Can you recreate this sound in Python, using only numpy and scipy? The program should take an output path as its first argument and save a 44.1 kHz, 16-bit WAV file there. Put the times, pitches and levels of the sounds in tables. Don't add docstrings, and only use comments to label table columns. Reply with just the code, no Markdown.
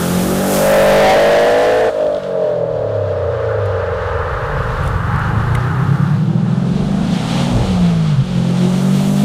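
import sys
import numpy as np
from scipy import signal
from scipy.fft import rfft, irfft, next_fast_len
from scipy.io import wavfile
from scipy.ndimage import uniform_filter1d

SR = 44100
rng = np.random.default_rng(int(sys.argv[2]) if len(sys.argv) > 2 else 0)


def natural_amplitude(level_db):
    exponent = np.asarray(level_db, float) / 20
    return 10 ** exponent


def store_wav(level_fs):
    pcm = np.round(np.clip(np.atleast_2d(level_fs), -1, 1) * 32767)
    wavfile.write(sys.argv[1], SR, pcm.T.astype(np.int16))


N = 407484


def clock():
    return np.arange(N) / SR


def rms_one(x):
    return x / np.sqrt(np.mean(x ** 2) + 1e-20)


def in_time(rows):
    seconds, *columns = np.transpose(rows)
    return [np.interp(clock(), seconds, column) for column in columns]


def at_hz(points, hz):
    table_hz, table_db = np.array(points)[:, 0], np.array(points)[:, 1]
    return np.interp(np.log(hz), np.log(table_hz), table_db)


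def drift(rate):
    r = np.exp(-80 * np.pi * rate / SR)
    noise = rng.standard_normal(N // 40 + 2002)
    slow = signal.lfilter([1], [1, -2 * r, r * r], noise)[2000:]
    return np.interp(np.arange(N) / 40, np.arange(len(slow)), rms_one(slow))


def coloured(spectrum, x=None, late_ms=0):
    size = next_fast_len(N)
    hz = np.fft.rfftfreq(size, 1 / SR) + 1
    inside = (hz > spectrum[0][0]) & (hz < spectrum[-1][0])
    x = rng.standard_normal(N) if x is None else x
    late = np.exp(1j * np.pi * late_ms / 1000 * (hz - 700) ** 2)
    return rms_one(irfft(rfft(x, size) * natural_amplitude(at_hz(spectrum, hz)) * inside * late, size)[:N])


def heard(start_s, end_s, fade_s):
    t = clock()
    return np.clip((t - start_s) / fade_s[0], 0, 1) * np.clip((end_s - t) / fade_s[1], 0, 1)


def bump(centre_s, length_s):
    return np.exp(-((clock() - centre_s) / length_s) ** 2)


def crank(cycle_hz, jitter):
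    return np.cumsum(cycle_hz * (1 + jitter * drift(17))) / SR


def order_tone(order, cycles):
    return np.sqrt(2) * np.sin(2 * np.pi * (order * cycles + rng.random()))


def boom(cycle_hz, cycles, box, orders_db, waver_db):
    out = 0
    for order, db in zip(range(2, 6), orders_db):
        out = out + natural_amplitude(db + at_hz(box, order * cycle_hz) + waver_db * drift(7.2)) * order_tone(order, cycles)
    return out


# frequency in Hz, level in dB.
LIFT_PIPE = [(150, -38), (290, -18), (390, -28), (455, -12), (515, -11), (570, -2), (615, 0), (670, -12),
             (720, -22), (1100, -36)]


def bark(cycles, firing, pipe, bark_rows, slow_db, each_db, rough, spare_db, late_ms):
    pulses = np.zeros(N + SR)
    for k, (db, lag_ms, rich_ms) in enumerate(firing):
        at = np.flatnonzero(np.diff(np.floor(cycles - k / 4)))
        burning = np.clip(spare_db[at] / 6, 0, 1)
        lag = (lag_ms + (rich_ms - lag_ms) * burning) * SR / 1000
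        strength_db = db + slow_db * drift(3)[at] + each_db * rng.standard_normal(len(at))
        strength_db = strength_db + (k == 0) * spare_db[at]
        pulses[at + lag.astype(int)] += natural_amplitude(strength_db)
    lift = spare_db / 11
    usual = coloured(pipe, pulses[:N], late_ms)
    ringing = coloured(LIFT_PIPE, pulses[:N], late_ms)
    rung = (1 - lift) * usual + lift * ringing
    rung = rung / np.sqrt(uniform_filter1d(rung ** 2, size=8000) + 1e-9)
    return natural_amplitude(in_time(bark_rows)[0]) * (np.sqrt(1 - rough) * rung + np.sqrt(rough) * coloured(pipe))


FRONT_UNEVEN = [4.5, -0.5, -2, -1.5]


def drone(cycle_hz, cycles, pipe, bark_db, rough, count):
    out, power = 0, 1e-12
    for order in range(6, count):
        gain = natural_amplitude(at_hz(pipe, order * cycle_hz) + FRONT_UNEVEN[order % 4])
        waver = natural_amplitude(3.5 * drift(6) - 2)
        out = out + gain * waver * order_tone(order, cycles + .15 * drift(6) / order)
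        power = power + np.minimum(gain, 1) ** 2
    puffs = coloured(pipe[2:]) * (1 + .6 * np.cos(8 * np.pi * cycles))
    return natural_amplitude(bark_db) * (np.sqrt(1 - rough) * out / np.sqrt(power) + np.sqrt(rough) * puffs)


def wall_ring(cycles):
    swell = np.interp(clock(), [1, 1.1, 1.17], [0, 1, 0])
    return -natural_amplitude(-0.5) * swell * np.sin(2 * np.pi * 15 * cycles)


# time in seconds, engine cycles in Hz.
PULL_SPEED = [(0, 42.8), (.052, 43.8), (.46, 48.2), (.644, 49.7), (.914, 49.4), (1.084, 50.5),
              (1.496, 53.8), (1.836, 56.2), (1.9, 56.1)]
# time in seconds, boom level in dB.
PULL_BOOM = [(0, -16), (.45, -17.5), (.6, -15), (.75, -15.5), (1.0, -10.5), (1.2, -18.5), (1.5, -23),
             (1.9, -27)]
# frequency in Hz, level in dB.
SIDE_BOX = [(90, -6.5), (140, -2.5), (160, -1.5), (200, 1), (280, 1)]
# time in seconds, level in dB.
SIDE_BARK = [(0, -22.5), (.3, -20.5), (.6, -19), (1.0, -44.5), (1.9, -65)]
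# frequency in Hz, level in dB.
SIDE_PIPE = [(200, 13), (270, -4.5), (360, -6), (430, -3), (600, -20), (900, -35)]
# strength in dB, lag in ms, lag in ms while spare fuel burns.
OPEN_FIRING = [(0, 0, 0), (-1, 0, 0), (0, .5, .5), (-1, .5, .5)]
# frequency in Hz, level in dB.
OPEN_PIPE = [(340, -20), (398, -21), (450, 7), (540, 11), (630, 6.5), (760, 1), (850, 0.5), (1100, -28.5),
             (2000, -13), (2600, -22)]
# time in seconds, level in dB.
OPEN_BARK = [(0, -25), (.25, -23.5), (.5, -16.5), (.72, -3), (1.1, -0.5), (1.5, -3.5), (1.9, -7.5)]


def full_throttle():
    cycle_hz, = in_time(PULL_SPEED)
    cycles = crank(cycle_hz, jitter=.001)
    pull = natural_amplitude(in_time(PULL_BOOM)[0]) * boom(cycle_hz, cycles, SIDE_BOX, [-12, -8, -1.5, -9], waver_db=1.5)
    pull = pull + drone(cycle_hz, cycles, SIDE_PIPE, in_time(SIDE_BARK)[0], rough=.05, count=12)
    pull = pull + bark(cycles, OPEN_FIRING, OPEN_PIPE, OPEN_BARK, slow_db=2.0, each_db=1.5, rough=.07,
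                       spare_db=np.zeros(N), late_ms=0)
    pull = pull + wall_ring(cycles)
    return heard(PULL_SPEED[0][0], PULL_SPEED[-1][0], (1e-4, .004)) * pull


def traffic():
    swell = np.interp(clock(), [2.7, 4.4, 5.6, 6.25], [0, 1, 1, 0])
    return natural_amplitude(9.5 * (swell - 1)) * heard(2.7, 6.25, (.9, .15))


# frequency in Hz, level in dB per Hz.
TYRE_COLOUR = [(410, -38), (700, -13), (821, 4), (944, -0.5), (1220, 4.5), (1480, 1.5), (1800, -3.5),
               (1900, -8), (2300, -17.5), (2990, -18), (5060, -120)]


def tyres(road_db):
    over_road_db = np.where(clock() < 4.4, 5.5, -4)
    power = natural_amplitude(road_db + over_road_db) ** 2 + natural_amplitude(-38) ** 2 + (natural_amplitude(-23.5) * traffic()) ** 2
    return np.sqrt(power) * natural_amplitude(drift(3.3)) * coloured(TYRE_COLOUR)


# frequency in Hz, level in dB per Hz.
ROAD_COLOUR = [(1300, -24), (2000, -4), (2600, -3), (3400, -1), (4300, -5), (5500, -12), (7500, -20),
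               (10000, -34)]


def road_hiss(road_db, flutter):
    return natural_amplitude(road_db + 1.3 * flutter) * coloured(ROAD_COLOUR)


# frequency in Hz, level in dB per Hz.
TURBO_NEAR_COLOUR = [(2940, -31), (5000, 0), (9440, 2), (12700, 0), (15100, -2.5), (15500, -4)]
# frequency in Hz, level in dB per Hz.
TURBO_FAR_COLOUR = [(2940, -39), (5000, -14), (5390, -5.5), (6370, -3.5), (9220, -6.5), (15500, -31)]
# time in seconds, share of near hiss from 0 to 1.
NEAR_SHARE = [(0, 0.87), (.9, 0.96), (1.9, 0.17), (4.0, 0.3), (4.5, 0.5), (6.0, 0.5), (6.4, 0.01),
              (8.6, 0.04), (9.24, 0.44)]


def turbo(road_db, boost_db, flutter):
    turbo_db = -38 + 1.23 * (road_db + 28) + boost_db
    near = np.clip(in_time(NEAR_SHARE)[0], 0, 1)
    whoosh = np.sqrt(near) * coloured(TURBO_NEAR_COLOUR) + np.sqrt(1 - near) * coloured(TURBO_FAR_COLOUR)
    return natural_amplitude(turbo_db + 0.45 * flutter) * whoosh


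# time in seconds, road hiss in dB, boost in dB.
CLOSENESS = [(0, -32.5, 14.5), (.42, -33, 15), (.55, -29, 18), (.78, -25, 9.5), (1.08, -24.5, 2.5),
             (1.46, -28.5, 2), (1.86, -34, 4), (1.92, -42.5, 5), (2.7, -48, -2.5), (3.9, -45.5, -1.5),
             (4.8, -42.5, 3), (5.97, -43, 5), (6.3, -45, 2.5), (6.95, -38.5, 3.5), (7.41, -28, 0),
             (8.2, -39, 1), (8.77, -35, 7.5), (9.24, -35.5, 10.5)]


def rush():
    road_db, boost_db = in_time(CLOSENESS)
    flutter = drift(6.2)
    return tyres(road_db) + road_hiss(road_db, flutter) + turbo(road_db, boost_db, flutter)


# frequency in Hz, level in dB per Hz.
RUMBLE_COLOUR = [(18, -22), (30, 3), (60, 6), (120, 5.5), (250, -21), (500, -5), (800, -18)]
# time in seconds, peak in dB, length in seconds.
LOW_GUSTS = [
    (0.304, -34, 0.25),
    (2.78, -33, 0.083),
    (3.895, -41, 0.07),
    (6.935, -30, 0.3),
    (7.673, -20.5, 0.21),
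    (8.315, -32, 0.32),
    (9.1, -40, 0.24),
]


def rumble():
    level = natural_amplitude(-44) + natural_amplitude(-24) * traffic() ** 3.2
    for s, db, length_s in LOW_GUSTS:
        level = level + natural_amplitude(db) * bump(s, length_s)
    return level * natural_amplitude(2.1 * drift(3.4)) * coloured(RUMBLE_COLOUR)


# time in seconds, engine cycles in Hz.
COAST_SPEED = [(1.9, 51.5), (1.99, 51.7), (2.2, 47.8), (2.36, 45.2), (3.0, 33.7), (3.43, 27.6),
               (3.79, 23.3), (4.56, 14.9), (5.1, 11.4)]
# frequency in Hz, level in dB.
REAR_BOX = [(30, -51), (55, -30.5), (72, -36), (100, -21), (135, -39), (175, -31.5), (205, -49), (260, -31)]
# time in seconds, extra level in dB.
SPARE_BURN = [(1.9, 11), (2.2, 11), (2.3, 6), (2.75, 6), (3.2, 4), (3.5, 0)]
# strength in dB, lag in ms, lag in ms while spare fuel burns.
SHUT_FIRING = [(0, 0, 0), (-2, 0, .65), (-1, .85, .15), (-2, .85, .65)]
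# frequency in Hz, level in dB.
REAR_PIPE = [(110, -29.5), (175, -5.5), (215, -22), (300, -24), (390, -12), (450, 6.5), (540, 4),
             (620, 1.5), (700, -14), (900, -16), (1200, -19)]
# time in seconds, level in dB.
SHUT_BARK = [(1.9, -12), (1.912, -23), (2.0, -13), (2.18, -16), (2.4, -14), (2.75, -18), (3.66, -18),
             (4.3, -24.5), (5.1, -29)]


def coasting():
    cycle_hz, = in_time(COAST_SPEED)
    cycles = crank(cycle_hz, jitter=.0015)
    start_s, end_s = COAST_SPEED[0][0], COAST_SPEED[-1][0]
    coast = boom(cycle_hz, cycles, REAR_BOX, [-25.5, 0.5, 1.5, -6], waver_db=1.5) * heard(start_s, end_s, (.37, .01))
    stumble = natural_amplitude(np.interp(clock() - 2.197, [-.015, 0, .16], [0, -11, 0]))
    coast = coast + stumble * bark(cycles, SHUT_FIRING, REAR_PIPE, SHUT_BARK, slow_db=2.0, each_db=.8, rough=.1,
                                   spare_db=in_time(SPARE_BURN)[0], late_ms=.06)
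    return heard(start_s, end_s, (.005, .4)) * coast


def crackle(rows, spectrum):
    level = 0
    for s, db, length_s in rows:
        level = level + natural_amplitude(db) * bump(s, length_s)
    return coloured(spectrum) * level


# time in seconds, peak in dB, length in seconds.
FUEL_POPS = [
    (1.99, -35, .002),
    (2.01, -35, .002),
    (2.03, -35, .002),
    (2.048, -38, .002),
    (2.068, -35, .002),
    (2.128, -38, .002),
    (2.148, -30, 0.0017),
    (2.168, -35, 0.0018),
    (2.236, -34, 0.0034),
]


def pops():
    return crackle(FUEL_POPS, [(2000, -10), (3300, 1), (5000, -14), (8000, -22)])


# time in seconds, peak in dB, length in seconds.
LEAF_TICKS = [
    (3.66, -41, 0.0034),
    (4.34, -46, .002),
    (4.838, -38, .002),
    (4.862, -45, .006),
    (4.865, -45, 0.041),
    (4.878, -28, 0.0012),
    (5.16, -36, 0.0022),
    (5.195, -36, .002),
    (5.553, -25.5, 0.004),
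]


def leaves():
    return crackle(LEAF_TICKS, [(2000, 14), (5000, -6), (10000, -1), (15500, -17)])


# time in seconds, engine cycles in Hz.
COMING_SPEED = [(4.4, 17.1), (4.68, 19.1), (4.94, 21.3), (5.17, 23.7), (5.25, 25.6), (5.64, 30.9),
                (6.04, 37.4), (6.23, 40.2), (6.77, 51.8), (7.3, 64.9), (7.5, 70.1), (7.55, 70.6),
                (7.62, 64.3), (8.08, 51.8), (8.17, 47.4), (8.42, 43.3), (9.05, 48.7), (9.24, 50.5)]
# time in seconds, boom level in dB, bark level in dB.
COMING_EFFORT = [(4.4, -25, -37.5), (4.7, -22.5, -37.5), (5.2, -18.5, -30), (5.6, -19.5, -27),
                 (6.3, -20, -28.5), (6.9, -20, -28), (7.05, -16.5, -27.5), (7.5, -22.5, -23),
                 (7.62, -22.5, -23), (7.82, -11, -28), (8.18, -14, -33.5), (8.25, -23, -33),
                 (8.35, -16.5, -28), (8.6, -16, -24), (9.24, -14, -24)]
# frequency in Hz, level in dB.
FRONT_BOX = [(50, -4), (70, -10), (120, 1), (205, -.5), (225, -9), (255, -8), (285, -11), (340, -18)]
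# frequency in Hz, level in dB.
FRONT_PIPE = [(100, 21), (160, 19.5), (190, 6), (250, -5.5), (320, -5), (420, -8), (550, -10), (800, -7),
              (1100, -18)]
PULL_ORDERS_DB, SHIFT_ORDERS_DB = [-23.5, -4.5, 0.5, -4], [-18, -.5, -11, -24]


def second_run():
    cycle_hz, = in_time(COMING_SPEED)
    boom_db, bark_db = in_time(COMING_EFFORT)
    clutch = heard(7.6, 8.22, (.05, .05))
    orders_db = [pull + (shift - pull) * clutch for pull, shift in zip(PULL_ORDERS_DB, SHIFT_ORDERS_DB)]
    growl_from_hz = 58.7
    growl_db = 3 * np.clip(cycle_hz - growl_from_hz, 0, 7.5) * (1 - clutch)
    orders_db = [orders_db[0] + growl_db] + [db - 0.32 * growl_db for db in orders_db[1:]]
    cycles = crank(cycle_hz, jitter=.004)
    waver_db = 1.5 + 2.5 * (cycle_hz > growl_from_hz) * (1 - clutch)
    direct = natural_amplitude(boom_db) * boom(cycle_hz, cycles, FRONT_BOX, orders_db, waver_db)
    rough = .35 + .35 * (np.abs(clock() - 7.6) < .6)
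    direct = direct + drone(cycle_hz, cycles, FRONT_PIPE, bark_db, rough, count=15)
    direct = heard(COMING_SPEED[0][0], COMING_SPEED[-1][0], (.2, 1e-4)) * direct
    return direct + echo(cycle_hz, boom_db, bark_db)


# time in seconds, peak in dB, pitch in Hz, length in seconds.
WIND_THUMPS = [
    (4.732, -23, 34.2, 0.18),
    (5.57, -23, 45, 0.064),
    (7.564, -13.5, 115, 0.053),
    (7.582, -15, 50.7, 0.044),
    (7.758, -18, 96, 0.017),
    (8.19, -8, 129, 0.042),
    (8.22, -29, 50, .06),
]


def thumps():
    out = 0
    for s, db, hz, length_s in WIND_THUMPS:
        out = out + natural_amplitude(db) * bump(s, length_s) * np.sin(2 * np.pi * hz * (clock() - s))
    return out


def echo(cycle_hz, boom_db, bark_db):
    t = clock()
    left_s = t - .165 * (t - 5.1)
    cycle_hz, boom_db = np.interp(left_s, t, cycle_hz), np.interp(left_s, t, boom_db)
    cycles = crank(cycle_hz, jitter=.004)
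    out = natural_amplitude(boom_db + 1.5) * boom(cycle_hz, cycles, FRONT_BOX, PULL_ORDERS_DB, waver_db=1.5)
    out = out + drone(cycle_hz, cycles, FRONT_PIPE, bark_db - 14.0, rough=1.0, count=10)
    return heard(5.6, 7.65, (.3, .1)) * out


def scene():
    first_run = full_throttle() + coasting()
    return (first_run + rush() + rumble() + pops() + leaves() + second_run() + thumps())[None]


def top_cut(x):
    return signal.sosfilt(signal.butter(12, 15690, fs=SR, output="sos"), x)


# time in seconds, peak level (1 is full scale).
INPUT_CEILING = [(0, 0.82), (.5, 0.3), (.8, 0.4), (1.9, 0.36), (1.92, 0.43), (9.24, 1)]


def record(dry):
    top, = in_time(INPUT_CEILING)
    flat = dry / (1 + np.abs(dry / top) ** 6.0) ** (1 / 6.0)
    return top_cut(flat)


dry = scene()
out = record(dry)
store_wav(out)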